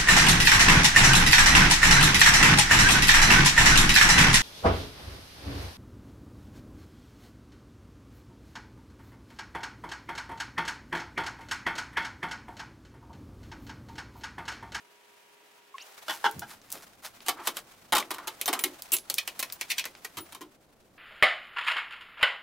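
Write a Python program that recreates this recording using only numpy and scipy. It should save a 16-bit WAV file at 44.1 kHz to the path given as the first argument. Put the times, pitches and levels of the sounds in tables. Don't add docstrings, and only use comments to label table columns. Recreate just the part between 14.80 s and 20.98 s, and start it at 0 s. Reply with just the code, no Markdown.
import sys
import numpy as np
from scipy import signal
from scipy.fft import rfft, irfft
from scipy.io import wavfile
from scipy.ndimage import uniform_filter1d

SR = 44100
rng = np.random.default_rng(int(sys.argv[2]) if len(sys.argv) > 2 else 0)


def generate_wav(sig):
    pcm = np.round(np.clip(np.atleast_2d(sig).T, -1, 1) * 32767).astype(np.int16)
    wavfile.write(sys.argv[1], SR, pcm)


N = 272490

# start_s, strength_db, hardness_db, chatter_s, own_pitch_hz
CHEST_IMPACTS = [(2.4626, -40, 1, 0.017, 1200), (2.4839, -24.5, -1.5, 0.011, 786),
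                 (2.6726, -26.5, -0.5, .0066, 1060), (2.7692, -37.5, 3, .002, 1150),
                 (3.123, -22.5, -7, 0.016, 886), (3.151, -25.5, -2.5, 0.0071, 1230),
                 (3.164, -26, -3.5, 0.0093, 1156), (3.181, -27.5, -2, 0.0046, 1150),
                 (3.198, -34.5, -3.5, .0066, 1150), (3.3064, -35.5, -4.5, .003, 900),
                 (3.312, -37, 1.5, .003, 895), (3.3401, -42.5, -0.5, 0.0059, 1010),
                 (3.3833, -44, -8.5, .0033, 1020), (3.4727, -33.5, -1, 0.0079, 910),
                 (3.6133, -37, 12, .0015, 2500), (3.6578, -36.5, 7, .001, 6230),
                 (3.6785, -26, -2, .011, 710), (3.729, -27, -1, .006, 1110), (3.7915, -38, 9.5, .005, 2400),
                 (3.8384, -27.5, 7, 0.0055, 2107), (4.1223, -29, 9.5, 0.026, 2800),
                 (4.2994, -33.5, 9, 0.0043, 4300), (5.3706, -36.5, -1.5, 0.017, 1210),
                 (5.5235, -47.5, -0.5, .0065, 1150), (5.5481, -45, -2, 0.0028, 1260),
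                 (5.6087, -45, -4.5, .02, 996)]
TOOL_IMPACTS = [(4.3824, -28.5, 4.5, 0.0035, 3330), (4.476, -33.5, -.5, .002, 2950),
                (4.593, -35, -2, 0.012, 2860), (4.627, -32, -1, .004, 1920), (4.8118, -33, 0.5, .002, 2250),
                (4.902, -29.5, 4.5, 0.018, 2144), (4.9813, -29.5, 3.5, 0.014, 2930),
                (5.054, -37, -2.5, .002, 2050), (5.247, -38.5, -2.5, .003, 1864)]
BENCH_IMPACTS = [(1.282, -40, 2, 0.011, 646), (1.295, -36, 4.5, 0.013, 1867),
                 (1.4415, -28, -6, 0.024, 3130), (1.619, -47, -6.5, 0.013, 752)]
# pitch_hz, gain_db, t60_s
CHEST_MODES = [(349.5, -9.5, 0.067), (822, -5, 0.15), (980, -3, 0.15), (1155, -2, 0.17), (1320, -7.5, 0.24),
               (2170, -6.5, .1), (3060, -2.5, .11), (3850, -4.5, .1)]
TOOL_MODES = [(1004, -5, .081), (1975, -6.5, 0.1), (2430, -5, .12), (2520, -4.5, .12), (3280, -11.5, .2),
              (4230, -10.5, .15), (5810, -13, 0.099)]
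BENCH_MODES = [(822, 2, .13), (918, 0, .13), (1368, -4, .13), (1494, -5, .1), (1616, -2, .09),
               (2972, -6, .11), (3383, -8, .1)]
WRENCH_MODES = [(7640, -9, .1), (11213, -3, .14), (11911, -1, .09), (15523, -7, .1)]
DISH_MODES = [(9800, 0.35, 0.17), (15000, 2, 0.15)]
# low_hz, high_hz
REGISTER_BANDS = [(240, 600), (650, 1900), (1900, 6000), (6000, 14800)]
# start_s, level_db
WALL_JOLTS = [(2.501, -47), (3.13, -37), (3.3065, -41.5), (3.684, -31.5), (3.847, -35.5), (5.379, -41),
              (5.609, -41.5)]
# peak_s, level_db, half_length_s
DRAWER_RUNS = [(2.606, -41.5, 0.021), (3.417, -49, 0.056), (3.755, -42, 0.034)]
# start_s, level_db
WRENCH_STRIKES = [(4.129, -15)]
DISH_STRIKES = [(3.807, -37), (5.404, -42.5)]
# start_s, level_db, pitch_hz
STEEL_PINGS = [(3.66, -23, 13600), (4.724, -27, 14850)]
# start_s, level_db, band_hz
LIGHT_TICKS = [(0.9824, -42.5, 2530), (1.5124, -42, 14200), (1.594, -37.5, 11600), (1.816, -57, 3800),
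               (1.903, -46, 9000), (1.918, -38, 12500), (1.9252, -30.5, 13000), (2.405, -50, 3200),
               (3.226, -37, 1820), (4.0213, -37.5, 9700), (4.1194, -27, 12400), (4.167, -31, 7140),
               (4.185, -40, 7040), (4.3415, -29, 10300), (4.593, -32.5, 11000), (4.602, -31.5, 11100),
               (4.7005, -44, 3300), (4.7239, -36.5, 9200), (5.041, -37, 3430), (5.151, -48.5, 2600)]
# start_s, length_s, start_hz, end_hz, level_db, roughness
SQUEAK_GLIDES = [(.9405, 0.022, 1100, 1075, -37, 0.012), (.997, .037, 3200, 7400, -47, .06),
                 (.986, .055, 2700, 2850, -48, .1)]
# peak_s, level_db, half_length_s
SCUFF_STROKES = [(1.334, -47, 0.027), (1.713, -52.5, 0.019), (1.953, -52, .028), (2.037, -53, 0.008),
                 (2.258, -42, 0.0097), (2.675, -41, .014), (2.777, -46.5, 0.012)]
# start_s, level_db, band_hz, length_s
DULL_THUDS = [(1.535, -46.5, 161, .11), (1.928, -51.5, 413, 0.066), (3.12, -43.5, 222, 0.025),
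              (3.122, -52, 42, .04), (5.367, -52.5, 149, 0.05)]
# time_s, level_db
CLOTHES_LEVELS = [(.93, -64), (1.03, -55.5), (1.45, -49.5), (1.85, -59.5), (2.6, -55), (3.0, -59),
                  (3.85, -50), (4.25, -57), (4.7, -51.5), (5.15, -57), (5.55, -55.5), (5.75, -67.5)]
# frequency_hz, relative_db
CLOTHES_SPECTRUM = [(160, -28.5), (683, -2.5), (2750, -9), (9930, -15.5), (16000, -17.5)]
FAN_SPECTRUM = [(40, -37.5), (380, -12.5), (1060, -16.5), (2800, -15.5), (4400, -24.5), (16000, -33.5)]
SHOP_SPECTRUM = [(25, -12.5), (241, -7), (685, -13), (3590, -40), (16000, -76)]
# pitch_hz, level_db
FAN_TONES = [(413, -70.5), (957, -71)]
# frequency_hz, t60_s
ROOM_DECAY = [(200, 0.2), (1500, 0.17), (12000, 0.14)]

# a body's colour, and its shift in dB per dB of contact hardness
CHEST_COLOUR_DB, CHEST_SHIFT = [-10, -1.37, .5, 0.16], [0.011, -0.85, 0.29, 0.66]
TOOL_COLOUR_DB, TOOL_SHIFT = [-17, -6.5, 2, 0.05], [-2.5, -1.5, 0.86, -0.13]
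BENCH_COLOUR_DB, BENCH_SHIFT = [-1, 9, 5, -8.5], [-0.11, -0.55, 0.39, 1]
RING_DB, RING_T60_S = [-8, 9.5, 1, -10], [0.32, 0.1, 0.1, 0.1]
REGISTER_SIDE_DB, NEAR_SIDE_DB, DRAWER_SIDE_DB = [-24, -27.5, -8.5, -11], -13.5, -25
WALL_BAND_HZ = (288, 393)
EVENT_N = SR // 3
EVENT_TIME, SCENE_TIME = np.arange(EVENT_N) / SR, np.arange(N) / SR


def chest():
    return impacts(CHEST_IMPACTS, CHEST_MODES, CHEST_COLOUR_DB, CHEST_SHIFT,
                   modes_db=-13, hump_db=4, own_db=2, breadth=.07)


def wall_booms(t60_s=0.2):
    out = np.zeros((2, N))
    for start_s, db in WALL_JOLTS:
        jolt = hiss(EVENT_N, DRAWER_SIDE_DB) * decay(t60_s)
        add(out, start_s, burst(band(jolt, *WALL_BAND_HZ, order=2), db))
    return out


def rails(hz=1080, walls_db=-11):
    speed = sum(amp(db) / np.cosh(np.minimum(abs(SCENE_TIME - peak_s) / half_s, 20))
                for peak_s, db, half_s in DRAWER_RUNS)
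    friction = hiss(N, DRAWER_SIDE_DB)
    resonance = band(friction, hz / 1.31, hz * 1.22, order=1)
    drawer = band(resonance, hz / 2, hz * 2, order=1)
    walls = band(friction, *WALL_BAND_HZ)
    return speed * (unit_rms(drawer) + amp(walls_db) * unit_rms(walls))


def tools():
    return impacts(TOOL_IMPACTS, TOOL_MODES, TOOL_COLOUR_DB, TOOL_SHIFT,
                   modes_db=-12, hump_db=5, own_db=-1, breadth=.06)


def tool_slides(lead_db=-19, rise_s=0.058):
    out = np.zeros((2, N))
    for impact_s, db, hardness_db, _, _ in TOOL_IMPACTS:
        scrape = band(hiss(EVENT_N, DRAWER_SIDE_DB), 1200, 8000, order=1) * decay(rise_s)[::-1]
        add(out, impact_s - EVENT_TIME[-1], burst(scrape, db + hardness_db + lead_db))
    return out


def bench():
    return impacts(BENCH_IMPACTS, BENCH_MODES, BENCH_COLOUR_DB, BENCH_SHIFT,
                   modes_db=-3, hump_db=12, own_db=-5, breadth=.04)


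def impacts(rows, body_modes, colour_db, shift, modes_db, hump_db, own_db, breadth):
    out, bin_hz = np.zeros((2, N)), np.fft.rfftfreq(EVENT_N, 1 / SR)
    crack_t60_s, own_t60_s = .017, .09
    for start_s, strength_db, hardness_db, chatter_s, own_hz in rows:
        modes = body_modes + [(own_hz, own_db, own_t60_s)]
        humps = 1 + sum(amp(db + hump_db) / (1 + ((bin_hz / hz - 1) / breadth) ** 2)
                        for hz, db, _ in modes)
        levels_db = strength_db + np.array(colour_db) + hardness_db * np.array(shift)
        train = contacts(chatter_s)
        tones = stereo(ringing(modes, chatter_s), ringing(modes, chatter_s), NEAR_SIDE_DB)
        for k, edges_hz in enumerate(REGISTER_BANDS):
            dense = irfft(rfft(hiss(EVENT_N, REGISTER_SIDE_DB[k])) * humps, EVENT_N)
            dense *= decay(crack_t60_s) + amp(RING_DB[k]) * decay(RING_T60_S[k])
            rattle = signal.fftconvolve(dense, train[None], axes=1)[:, :EVENT_N] / np.linalg.norm(train)
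            add(out, start_s, burst(band(rattle + amp(modes_db) * tones, *edges_hz), levels_db[k]))
    return out


def contacts(chatter_s, rate_hz=400, rebound=0.79, first=0.56):
    times_s = np.arange(0, max(chatter_s, 1e-4), 1 / rate_hz)
    impulses = rebound * rng.uniform(.35, 1, len(times_s)) ** 2 * rng.choice([-1, 1], len(times_s))
    times_s[1:] += rng.uniform(-.5, .5, len(times_s) - 1) / rate_hz
    impulses[0] = first
    return np.bincount(np.round(times_s * SR).astype(int), impulses)


def ringing(modes, hold_s=0, spread_db=0.6):
    return sum(amp(db + spread_db * rng.standard_normal()) * decay(t60_s, hold_s)
               * np.sin(2 * np.pi * (hz * EVENT_TIME + rng.random())) for hz, db, t60_s in modes)


def steel_parts(ping_t60_s=.065):
    out, onset = np.zeros((2, N)), 1 - decay(0.017)
    parts = [(WRENCH_MODES, WRENCH_STRIKES), (DISH_MODES, DISH_STRIKES)]
    parts += [([(hz, 0, ping_t60_s)], [(start_s, db)]) for start_s, db, hz in STEEL_PINGS]
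    for modes, strikes in parts:
        for start_s, db in strikes:
            add(out, start_s, amp(db) * stereo(ringing(modes), ringing(modes), NEAR_SIDE_DB) * onset)
    return out


def ticks(crack_t60_s=0.0098, ring_db=-14, ring_t60_s=0.12):
    out = np.zeros((2, N))
    envelope = decay(crack_t60_s) + amp(ring_db) * decay(ring_t60_s)
    for start_s, db, hz in LIGHT_TICKS:
        snap = hiss(EVENT_N, NEAR_SIDE_DB) * envelope
        add(out, start_s, burst(band(snap, hz / 2.56, hz * 1.6, order=2), db))
    return out


def squeaks(overtone_db=-23):
    out = np.zeros((2, N))
    for start_s, length_s, start_hz, end_hz, db, roughness in SQUEAK_GLIDES:
        size = round(length_s * SR)
        hz = np.linspace(start_hz, end_hz, size) * (1 + roughness * jitter(size, span=20))
        phase = 2 * np.pi * np.cumsum(hz) / SR
        tone = np.sin(phase) + amp(overtone_db) * np.sin(2 * phase)
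        add(out, start_s, amp(db) * tone * signal.windows.tukey(size, .45))
    return out


def scuffs(grain=.35):
    out = np.zeros((2, N))
    for peak_s, db, half_s in SCUFF_STROKES:
        t = np.arange(-4 * half_s, 4 * half_s, 1 / SR)
        slips = np.exp(grain * jitter(len(t), span=70))
        rub = sum(unit_rms(band(hiss(len(t), NEAR_SIDE_DB) * slips, *edges_hz))
                  for edges_hz in REGISTER_BANDS[1:])
        add(out, peak_s + t[0], amp(db) * rub / np.cosh(0.89 * t / half_s))
    return out


def thuds():
    out = np.zeros((2, N))
    for start_s, db, hz, length_s in DULL_THUDS:
        rise = 3 * EVENT_TIME / length_s
        rumble = unit_rms(band(hiss(EVENT_N, NEAR_SIDE_DB), hz / 2, hz * 1.7, order=2))
        add(out, start_s, amp(db) * rumble * rise * np.exp(1 - rise))
    return out


def clothes(folds_db=2.8):
    level_db = np.interp(SCENE_TIME, *np.transpose(CLOTHES_LEVELS)) + folds_db * jitter(N, span=700)
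    return amp(level_db) * shaped_noise(CLOTHES_SPECTRUM, side_db=-2.5)


def fan(air_db=-61):
    rush = amp(air_db) * shaped_noise(FAN_SPECTRUM, side_db=-1.4)
    hum = np.zeros(N)
    for hz, db in FAN_TONES:
        drift = np.cumsum(rng.standard_normal(N)) / 80
        hum += amp(db) * unit_rms(np.sin(2 * np.pi * hz * SCENE_TIME + drift))
    return rush + hum


def background(shop_db=-63, turn_s=(1.1, 1.6)):
    away = np.interp(SCENE_TIME, turn_s, [0, 1])
    return (1 - away) * fan() + away * amp(shop_db) * shaped_noise(SHOP_SPECTRUM, side_db=-10)


def room(x, delay_s=0.00209, treble_db=-5):
    hz, t, spectra = signal.stft(hiss(SR // 2, NEAR_SIDE_DB), SR, nperseg=256)
    colour_db = log_interp([(1000, 0), (10000, treble_db)], hz)[:, None]
    loss_db = 60 * t / log_interp(ROOM_DECAY, hz)[:, None]
    tail = signal.istft(spectra * amp(colour_db - loss_db), SR, nperseg=256)[1]
    tail[:, :round(delay_s * SR)] = 0
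    return signal.fftconvolve(x, tail / np.linalg.norm(tail[0]), axes=1)[:, :N]


def amp(db):
    return 10 ** (np.asarray(db) / 20)


def unit_rms(x):
    return x / np.sqrt(np.mean(x ** 2) + 1e-20)


def burst(x, db):
    return x * amp(db) * np.sqrt(SR / 100 / (np.sum(x ** 2) / 2 + 1e-20))


def log_interp(points, hz):
    points_hz, values = np.transpose(points)
    return np.interp(np.log(hz + 1), np.log(points_hz), values)


def add(mix, start_s, sound):
    part = mix[:, max(round(start_s * SR), 0):][:, :sound.shape[-1]]
    part += sound[..., :part.shape[1]]


def band(x, low_hz, high_hz, order=3):
    sections = signal.butter(order, [low_hz, min(high_hz, SR / 2 - 1)], "band", fs=SR, output="sos")
    return signal.sosfilt(sections, x)


def decay(t60_s, hold_s=0):
    return np.exp(-np.log(1000) * np.maximum(EVENT_TIME - hold_s, 0) / max(t60_s, 1e-3))


def stereo(mid, side, side_db):
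    return mid + amp(side_db) * np.array([side, -side])


def hiss(size, side_db):
    return stereo(*rng.standard_normal((2, size)), side_db)


def jitter(size, span):
    return unit_rms(uniform_filter1d(rng.standard_normal(size), size=span))


def shaped_noise(spectrum, side_db):
    gains = amp(log_interp(spectrum, np.fft.rfftfreq(N, 1 / SR)))
    return unit_rms(irfft(rfft(hiss(N, side_db)) * gains, N))


def scene(room_db=-19):
    near = ticks() + squeaks()
    handling = bench() + chest() + wall_booms() + tools() + tool_slides() + rails()
    handling += steel_parts() + scuffs() + thuds()
    return near + handling + amp(room_db) * room(handling) + clothes() + background()


def record(dry, cutoff_hz=15900):
    low_pass = signal.firwin(401, cutoff_hz, window=("kaiser", 8), fs=SR)
    return signal.oaconvolve(dry, low_pass[None], "same")


dry = scene()
out = record(dry)
generate_wav(out)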